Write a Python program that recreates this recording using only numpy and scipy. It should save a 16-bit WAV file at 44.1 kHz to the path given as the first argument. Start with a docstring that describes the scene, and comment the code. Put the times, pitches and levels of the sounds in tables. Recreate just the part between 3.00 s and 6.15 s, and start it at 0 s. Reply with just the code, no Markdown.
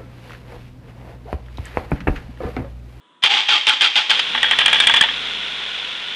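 """A starter motor grinds a car engine over six compression strokes in an open bay, close to the microphone.
Gear-tooth clicks ring its housing while the motor groans and the gears whine downward in pitch.
The engine catches with low booms, then blows and their rebounds ring the block as metallic knocks;
its rough clatter speeds up and eases to a fast idle, over firing tones.
Behind it all lie faint yard air and a pump's steady hum; the hardest blows overload the input."""
import sys
import numpy as np
from scipy import signal
from scipy.io import wavfile
from scipy.ndimage import uniform_filter1d

SR = 44100
rng = np.random.default_rng(int(sys.argv[2]) if len(sys.argv) > 2 else 0)


def put_to_file(sound):
    """Save the sound as 16-bit audio at rate SR, in the file named by the first command-line argument."""
    columns = np.atleast_2d(sound).T  # one column per channel
    safe = np.clip(columns, -1, 1)
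    whole_steps = np.round(safe * 32767)
    wavfile.write(sys.argv[1], SR, whole_steps.astype(np.int16))


N = 138915  # length in samples

# Spectrum of the quiet yard's air. Each row: frequency in Hz, relative level in dB per Hz.
YARD_SPECTRUM = [(35, -45), (60, -34), (242, -7.5), (804, -19.5), (999, -9.5), (2390, -22), (3460, -10.5),
                 (4600, -38), (11000, -35), (14300, -70), (17000, -95.5)]
# Distant steady hum of a pump. Each row: frequency in Hz, level in dB rms.
PUMP_HUM = [(985.1, -61.5)]
# The starter's load on each compression stroke, with its groan. Each row: start in seconds, hold in seconds,
# drive level in dB, release in dB per second, groan in dB relative to the drive level, groan pitch in Hz.
STROKES = [(.29, 0.1, -16.5, 304, -11, 851), (.484, 0.073, -14.5, 287, -15.5, 866),
           (.667, 0.044, -14, 299, -18, 878), (.808, 0.051, -13, 340, -19, 884),
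           (.954, 0.038, -13, 320, -12, 836), (1.094, 0.012, -11.5, 137, -21, 873)]
# Spectrum of the gear grind. Each row: frequency in Hz, relative level in dB per Hz.
GRIND_SPECTRUM = [(40, -46.5), (300, -21), (680, -19.5), (844, -8), (1400, -8.5), (1880, -5), (3190, 5),
                  (4270, -9.5), (5570, -17.5), (9960, -32.5), (13000, -61.5)]
# Resonances of the starter housing. Each row: frequency in Hz, width in Hz, relative level in dB.
HOUSING_MODES = [(2400, 68, -28), (3140, 94, -5), (3450, 28, -10), (4540, 62, -16.5)]
# Clanks of the pinion. Each row: start in seconds, drive level in dB.
CLANKS = [(0.2254, -23), (0.2356, -4), (0.248, -10.5), (0.2586, -9.5), (0.272, -16), (1.1925, -7)]
# Gear whine, sagging as each compression slows the motor.
# Each row: start in seconds, length in seconds, starting pitch in Hz, ending pitch in Hz, level in dB.
WHINES = [(.488, .095, 1640, 1190, -24), (.67, .065, 1830, 1350, -20), (.812, .062, 1830, 1320, -21),
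          (.957, .062, 1830, 1370, -22), (1.097, .06, 1830, 1340, -24)]
# Engine speed. Each row: time in seconds, firings per second.
ENGINE_SPEED = [(1.25, 43), (1.35, 46.5), (1.47, 51), (1.6, 54.5), (1.72, 57), (1.95, 57.6), (2.08, 56.2),
                (2.2, 54.2), (2.6, 49.8), (3.0, 46.2), (3.15, 45.2)]
# Drive of the running clatter. Each row: time in seconds, level in dB.
CLATTER_LEVEL = [(1.2, -23), (1.634, -22.5), (3.15, -27.5)]
# Spectrum of the clatter. Each row: frequency in Hz, relative level in dB per Hz.
CLATTER_SPECTRUM = [(41, -84), (70, -29), (200, -21), (369, -20.5), (449, -14.5), (596, -18.5), (1080, -14),
                    (1230, -16.5), (1460, -5.5), (1590, -12), (2690, -4), (3350, 2), (4760, -20),
                    (10400, -36.5), (13000, -77)]
# Resonances of the open bay. Each row: frequency in Hz, width in Hz, relative level in dB.
BAY_MODES = [(1500, 15, -35), (3317, 290, 6.5)]
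# Tone at the firing rate. Each row: time in seconds, level in dB rms.
FIRING_TONE = [(1.25, -67), (1.4, -53), (1.7, -51.5), (2.1, -52), (2.6, -57), (3.15, -64)]
# Further engine tones. Each entry: a multiple of the firing rate.
ORDERS = [2, 3, 4, 4.5, 5, 7.5, 9, 10.5]
# Their levels before wavering. Each entry: level in dB rms at 50 firings per second.
ORDER_LEVELS_DB = [-66, -58, -58, -64, -59, -57, -62, -63]
# Low booms as the first firings take. Each row: start in seconds, length in seconds, pitch in Hz, peak in dB rms.
BOOMS = [(1.27, .07, 182, -49), (1.325, .1, 245, -45)]
# Knocks and their rebounds. Each row: start in seconds, drive level in dB, relative drive of the low modes in dB.
KNOCKS = [(1.3485, -1.5, -3), (1.377, -3.5, -7), (1.4298, 3, -5), (1.4428, 0, -5.5), (1.483, -8.5, -11),
          (1.511, 5.5, -10), (1.5221, -4.5, -8), (1.532, -8.5, -1), (1.5876, 7, -12.5), (1.599, 0, -24),
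          (1.6075, -2, -7), (1.615, 1, -13), (1.637, -10.5, -0.5), (1.6593, 9.5, -13), (1.6807, 3.5, -9.5),
          (1.6955, -9, -22), (1.729, 10, -15.5), (1.745, 1.5, -18), (1.7576, 1.5, -10), (1.767, -11, -6),
          (1.785, -24, 0), (1.8009, 8, -11), (1.8217, 0, -18), (1.837, -1, -13), (1.87, 8, -9.5),
          (1.8855, 0, -30), (1.8955, 2, -4.5), (1.908, -23, -4), (1.9387, 7, -5), (1.95, -17, -19),
          (1.962, 3.5, -20), (1.968, -7.5, -15), (1.978, -14, -3), (1.9917, -13, -9), (2.0092, 4, -2),
          (2.0232, 2.5, -12), (2.0372, 3, -9.5), (2.0866, -3.5, -6.5)]
# Ringing modes of the engine block. Each row: nominal pitch in Hz, nominal level in dB, 60 dB decay in seconds.
BLOCK_MODES = [(891, -14, .07), (1130, -9, .025), (1635, -3, .022), (1792, -2, .024), (1932, -1, .02),
               (2416, -2, .024), (2930, -12, .035), (3215, -3, .035), (3290, -2, .05), (3382, 1, .042),
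               (3560, -5, .035)]
# Spectrum of the crack of each blow. Each row: frequency in Hz, relative level in dB per Hz.
CRACK_SPECTRUM = [(40, -43), (865, -0.5), (1270, 2), (1830, -10), (2830, 10), (3350, 5), (4380, -13),
                  (9960, -51.5), (13000, -39)]

ENGAGE_S, LET_GO_S = 0.2215, 1.1  # the starter begins and lets go


def amp(db):
    """Amplitude for a level in dB."""
    return 10 ** (np.asarray(db) / 20)


def evened(x):
    """The signal scaled to rms 1."""
    return x / np.sqrt(np.mean(x ** 2) + 1e-20)


def colour(x, points):
    """Minimum-phase filter with the given spectrum; white noise keeps its power."""
    f, db = np.transpose(points)
    hz = abs(np.fft.fftfreq(8192, 1 / SR))
    curve_db = np.interp(np.log(hz + 1), np.log(f + 1), np.maximum(db, -100))
    log_gain = np.log(amp(curve_db))
    taps = np.fft.ifft(np.exp(np.conj(signal.hilbert(log_gain)))).real[:4096]
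    return signal.oaconvolve(x, taps / np.linalg.norm(taps))[:len(x)]


def resonate(x, hz, width):
    """A resonance that follows hz, width in Hz; noise of rms 1 comes out near rms 1."""
    turn = np.exp(2j * np.pi * np.cumsum(hz * np.ones(len(x))) / SR)
    r = np.exp(-np.pi * width / SR)
    # shift the pitch down to zero, smooth there, and shift back up
    smooth = signal.lfilter([np.sqrt(2 * (1 - r * r))], [1, -r], x / turn)
    return (turn * smooth).real


def ring_modes(drive, modes):
    """One drive rings every (Hz, width Hz, dB) resonance at once."""
    return sum(amp(db) * resonate(drive, hz, width) for hz, width, db in modes)


def grains(per_s, spread_db):
    """Random clicks of either sign at rms 1; a positive spread makes a few large, a negative one a few small."""
    draw = rng.random((N, 2))
    spread = np.minimum(-np.log(draw[:, 0] + 1e-9), 5)
    size = amp(spread_db * spread) * np.sign(rng.standard_normal(N))
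    happens = np.clip((per_s / SR - draw[:, 1]) * 400 + .5, 0, 1)
    return evened(size * happens)


def bursts(rows, t60):
    """Envelope: a 2.6 ms rise and an exponential fall for each (s, dB), 60 dB down after t60 seconds."""
    t, env = np.arange(N) / SR, np.zeros(N)
    for s, db in rows:
        env += np.clip((t - s) / 0.0026, 0, 1) * amp(db - 60 * np.maximum(t - s, 0) / t60)
    return env


def yard():
    """Faint air, as coloured noise, and a pump's hum, as a steady sine."""
    t = np.arange(N) / SR
    hum = sum(np.sqrt(2) * amp(db) * np.sin(2 * np.pi * hz * t) for hz, db in PUMP_HUM)
    air = amp(-57.5) * colour(rng.standard_normal(N), YARD_SPECTRUM)
    return air + hum


def starter():
    """Gear teeth chatter through the housing, hardest under load, and the motor groans."""
    first_rise_s, rise_s, sag_db = 0.02, 0.0014, -2.5  # sag over each hold
    first_groan_lead_s, groan_width_hz = 0.031, 58
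    t = np.arange(N) / SR
    teeth = grains(6000, -0.5)
    chatter = mesh()
    groan_hz = np.interp(t, *np.transpose(STROKES)[[0, -1]])
    load, groan = np.zeros((2, N))
    for k, (s, hold, db, fall_db, groan_db, _) in enumerate(STROKES):
        u = np.clip((t - s) / hold, 0, 1)
        after = np.maximum(t - s - hold, 0)
        rise = np.clip((t - s) / (rise_s if k else first_rise_s), 0, 1)
        load += rise * amp(db + sag_db * u - fall_db * after)
        lead = 0 if k else first_groan_lead_s
        groan_rise = np.clip((t - s + lead) / 0.0026, 0, 1)
        groan += groan_rise * amp(db + groan_db - fall_db * after)
    fade_out = np.clip((LET_GO_S - t) / 0.031, 0, 1)
    coast = amp(-27.5) * np.clip((t - ENGAGE_S) / 0.0021, 0, 1) * fade_out
    clanks = bursts(CLANKS, t60=0.045)
    drive = teeth * (load * chatter + coast + clanks)
    rings = ring_modes(drive, HOUSING_MODES)
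    # two resonances in a row give a narrow, rough tone
    rough = resonate(teeth, groan_hz, 2 * groan_width_hz)
    groan *= evened(resonate(rough, groan_hz, groan_width_hz))
    return colour(drive, GRIND_SPECTRUM) + amp(-1) * rings + whine(chatter) + groan


def mesh():
    """Uneven bites of the pinion's teeth, in clumps: a sudden grip that dies before the next."""
    bites_per_s, depth, fall = 115, .62, .45  # mean rate; share of the level; decay in bite lengths
    wander = uniform_filter1d(rng.standard_normal(N), size=200)
    bites = np.cumsum(bites_per_s * (1 + 4 * wander)) / SR
    size = amp(2.5 * rng.standard_normal(800))[bites.astype(int)]
    grip = uniform_filter1d(size * np.exp(-(bites % 1) / fall), size=110)
    return evened(1 - depth + depth * evened(grip))


def whine(chatter):
    """Gear whine: a rough tone and its noisy third harmonic, sliding down as compression slows the motor."""
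    clean, glide, third_db = .45, 1.1, -12  # share of pure tone; glide speed; third harmonic in dB
    t, fuzz, out = np.arange(N) / SR, rng.standard_normal(N), np.zeros(N)
    for s, length, from_hz, to_hz, db in WHINES:
        u = np.clip((t - s) / length, 0, 1)
        hz = from_hz + (to_hz - from_hz) * np.sin(np.pi / 2 * np.clip(u * glide, 0, 1))
        pure = np.sqrt(2) * np.sin(2 * np.pi * np.cumsum(hz) / SR)
        tone = clean * pure * np.sqrt(chatter)
        tone += (1 - clean) * resonate(fuzz, hz, 60.)
        third = resonate(resonate(fuzz, 3 * hz, 150.), 3 * hz, 60.)
        tone += amp(third_db) * evened(third)
        swell = np.sqrt(4 * u * (1 - u))
        out += amp(db) * swell * tone
    return out


def engine():
    """Valve-gear clatter throbs with each firing over the firing tone and its wavering multiples."""
    throb_depth, throb_fall = 0.094, 0.13  # share of the level; decay in firing lengths
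    waver_db, growth_db = 1.8, .9  # spread of each multiple; growth per firing per second
    t = np.arange(N) / SR
    speed = np.interp(t, *np.transpose(ENGINE_SPEED))
    firings = np.cumsum(speed) / SR
    on = np.clip((t - LET_GO_S) / 0.031 + 1, 0, 1)  # fades in as the starter fades out
    strength = amp(2.5 * rng.standard_normal(400))[firings.astype(int)]
    pulse = np.exp(-((firings + .3) % 1) / throb_fall)
    throb = evened(1 - throb_depth + throb_depth * strength * pulse * 2)
    drive = grains(5500, -0.5) * throb
    rings = ring_modes(drive, BAY_MODES)
    level = amp(np.interp(t, *np.transpose(CLATTER_LEVEL)))
    clatter = level * (colour(drive, CLATTER_SPECTRUM) + amp(-11.5) * rings)
    tones = amp(np.interp(t, *np.transpose(FIRING_TONE))) * np.sin(2 * np.pi * firings)
    for order, db in zip(ORDERS, ORDER_LEVELS_DB):
        waver = waver_db * np.interp(t, np.linspace(0, N / SR, num=30), rng.standard_normal(30))
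        order_level = amp(db + waver + growth_db * (speed - 50))
        tones += order_level * np.sin(2 * np.pi * (order * firings + rng.random()))
    for s, length, hz, db in BOOMS:
        swell = np.sin(np.pi * np.clip((t - s) / length, 0, 1))
        tones += amp(db) * swell * np.sin(2 * np.pi * hz * t)
    return on * (clatter + np.sqrt(2) * tones)


def knocks():
    """Each blow is a strike, a short scuffle and a loose rattle that ring the block; the low modes vary by blow."""
    low_modes_hz, strike_db, rattle_db = 2200, 14.5, -17
    vary_db, detune = 1.6, .02  # every blow lands elsewhere: spread of each mode's level and pitch
    s, db, low_db = np.transpose(KNOCKS)
    noise, rattle, out = rng.standard_normal(N), grains(1220.0, 2.26), np.zeros(N)

    def blow_drive(scuffle_db, hit_db):
        """Noise, rattling clicks and one impulse per blow."""
        x = noise * bursts(zip(s, scuffle_db), t60=.018)
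        x += rattle * bursts(zip(s, scuffle_db + rattle_db), t60=0.19)
        np.add.at(x, np.round(s * SR).astype(int) + 20, amp(hit_db + strike_db))
        return x

    high_drive = blow_drive(db, db)
    low_drive = blow_drive(db + low_db + 6.5, db + low_db + 8.5)
    latest = np.searchsorted(s, np.arange(N) / SR) - 1  # the blow now ringing
    chance = rng.standard_normal((len(s), len(BLOCK_MODES), 2))
    for k, (hz, mode_db, t60) in enumerate(BLOCK_MODES):
        louder, sharper = chance[latest, k].T
        drive = low_drive if hz < low_modes_hz else high_drive
        x = drive * amp(mode_db + vary_db * louder)
        width = np.log(1000) / np.pi / t60
        out += (-1) ** k * resonate(x, hz * (1 + detune * sharper), width)  # modes alternate in sign
    crack = colour(high_drive, CRACK_SPECTRUM)
    return amp(-2.5) * (amp(-9.5) * out + amp(-8.0) * crack)


def scene():
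    """All sources at one microphone; the starter and knocking metal radiate little bass."""
    less_bass = signal.butter(2, 149, "high", fs=SR, output="sos")
    metal = signal.sosfilt(less_bass, starter() + knocks())
    return (yard() + metal + engine())[None]


def record(dry):
    """The microphone loses the top; the input overloads at a hard knee; then the band limit."""
    clip_at, knee = .7, 24  # ceiling in full scale; sharpness of its corner
    dull = signal.sosfilt(signal.butter(8, 9780, fs=SR, output="sos"), dry)
    clipped = dull / (1 + abs(dull / clip_at) ** knee) ** (1 / knee)
    soft = signal.sosfilt(signal.butter(4, 10500, fs=SR, output="sos"), clipped)
    band_limit = signal.firwin(511, 15900, window=("kaiser", 9), fs=SR)
    return signal.oaconvolve(soft, band_limit[None], "same")


dry = scene()
out = record(dry)
put_to_file(out)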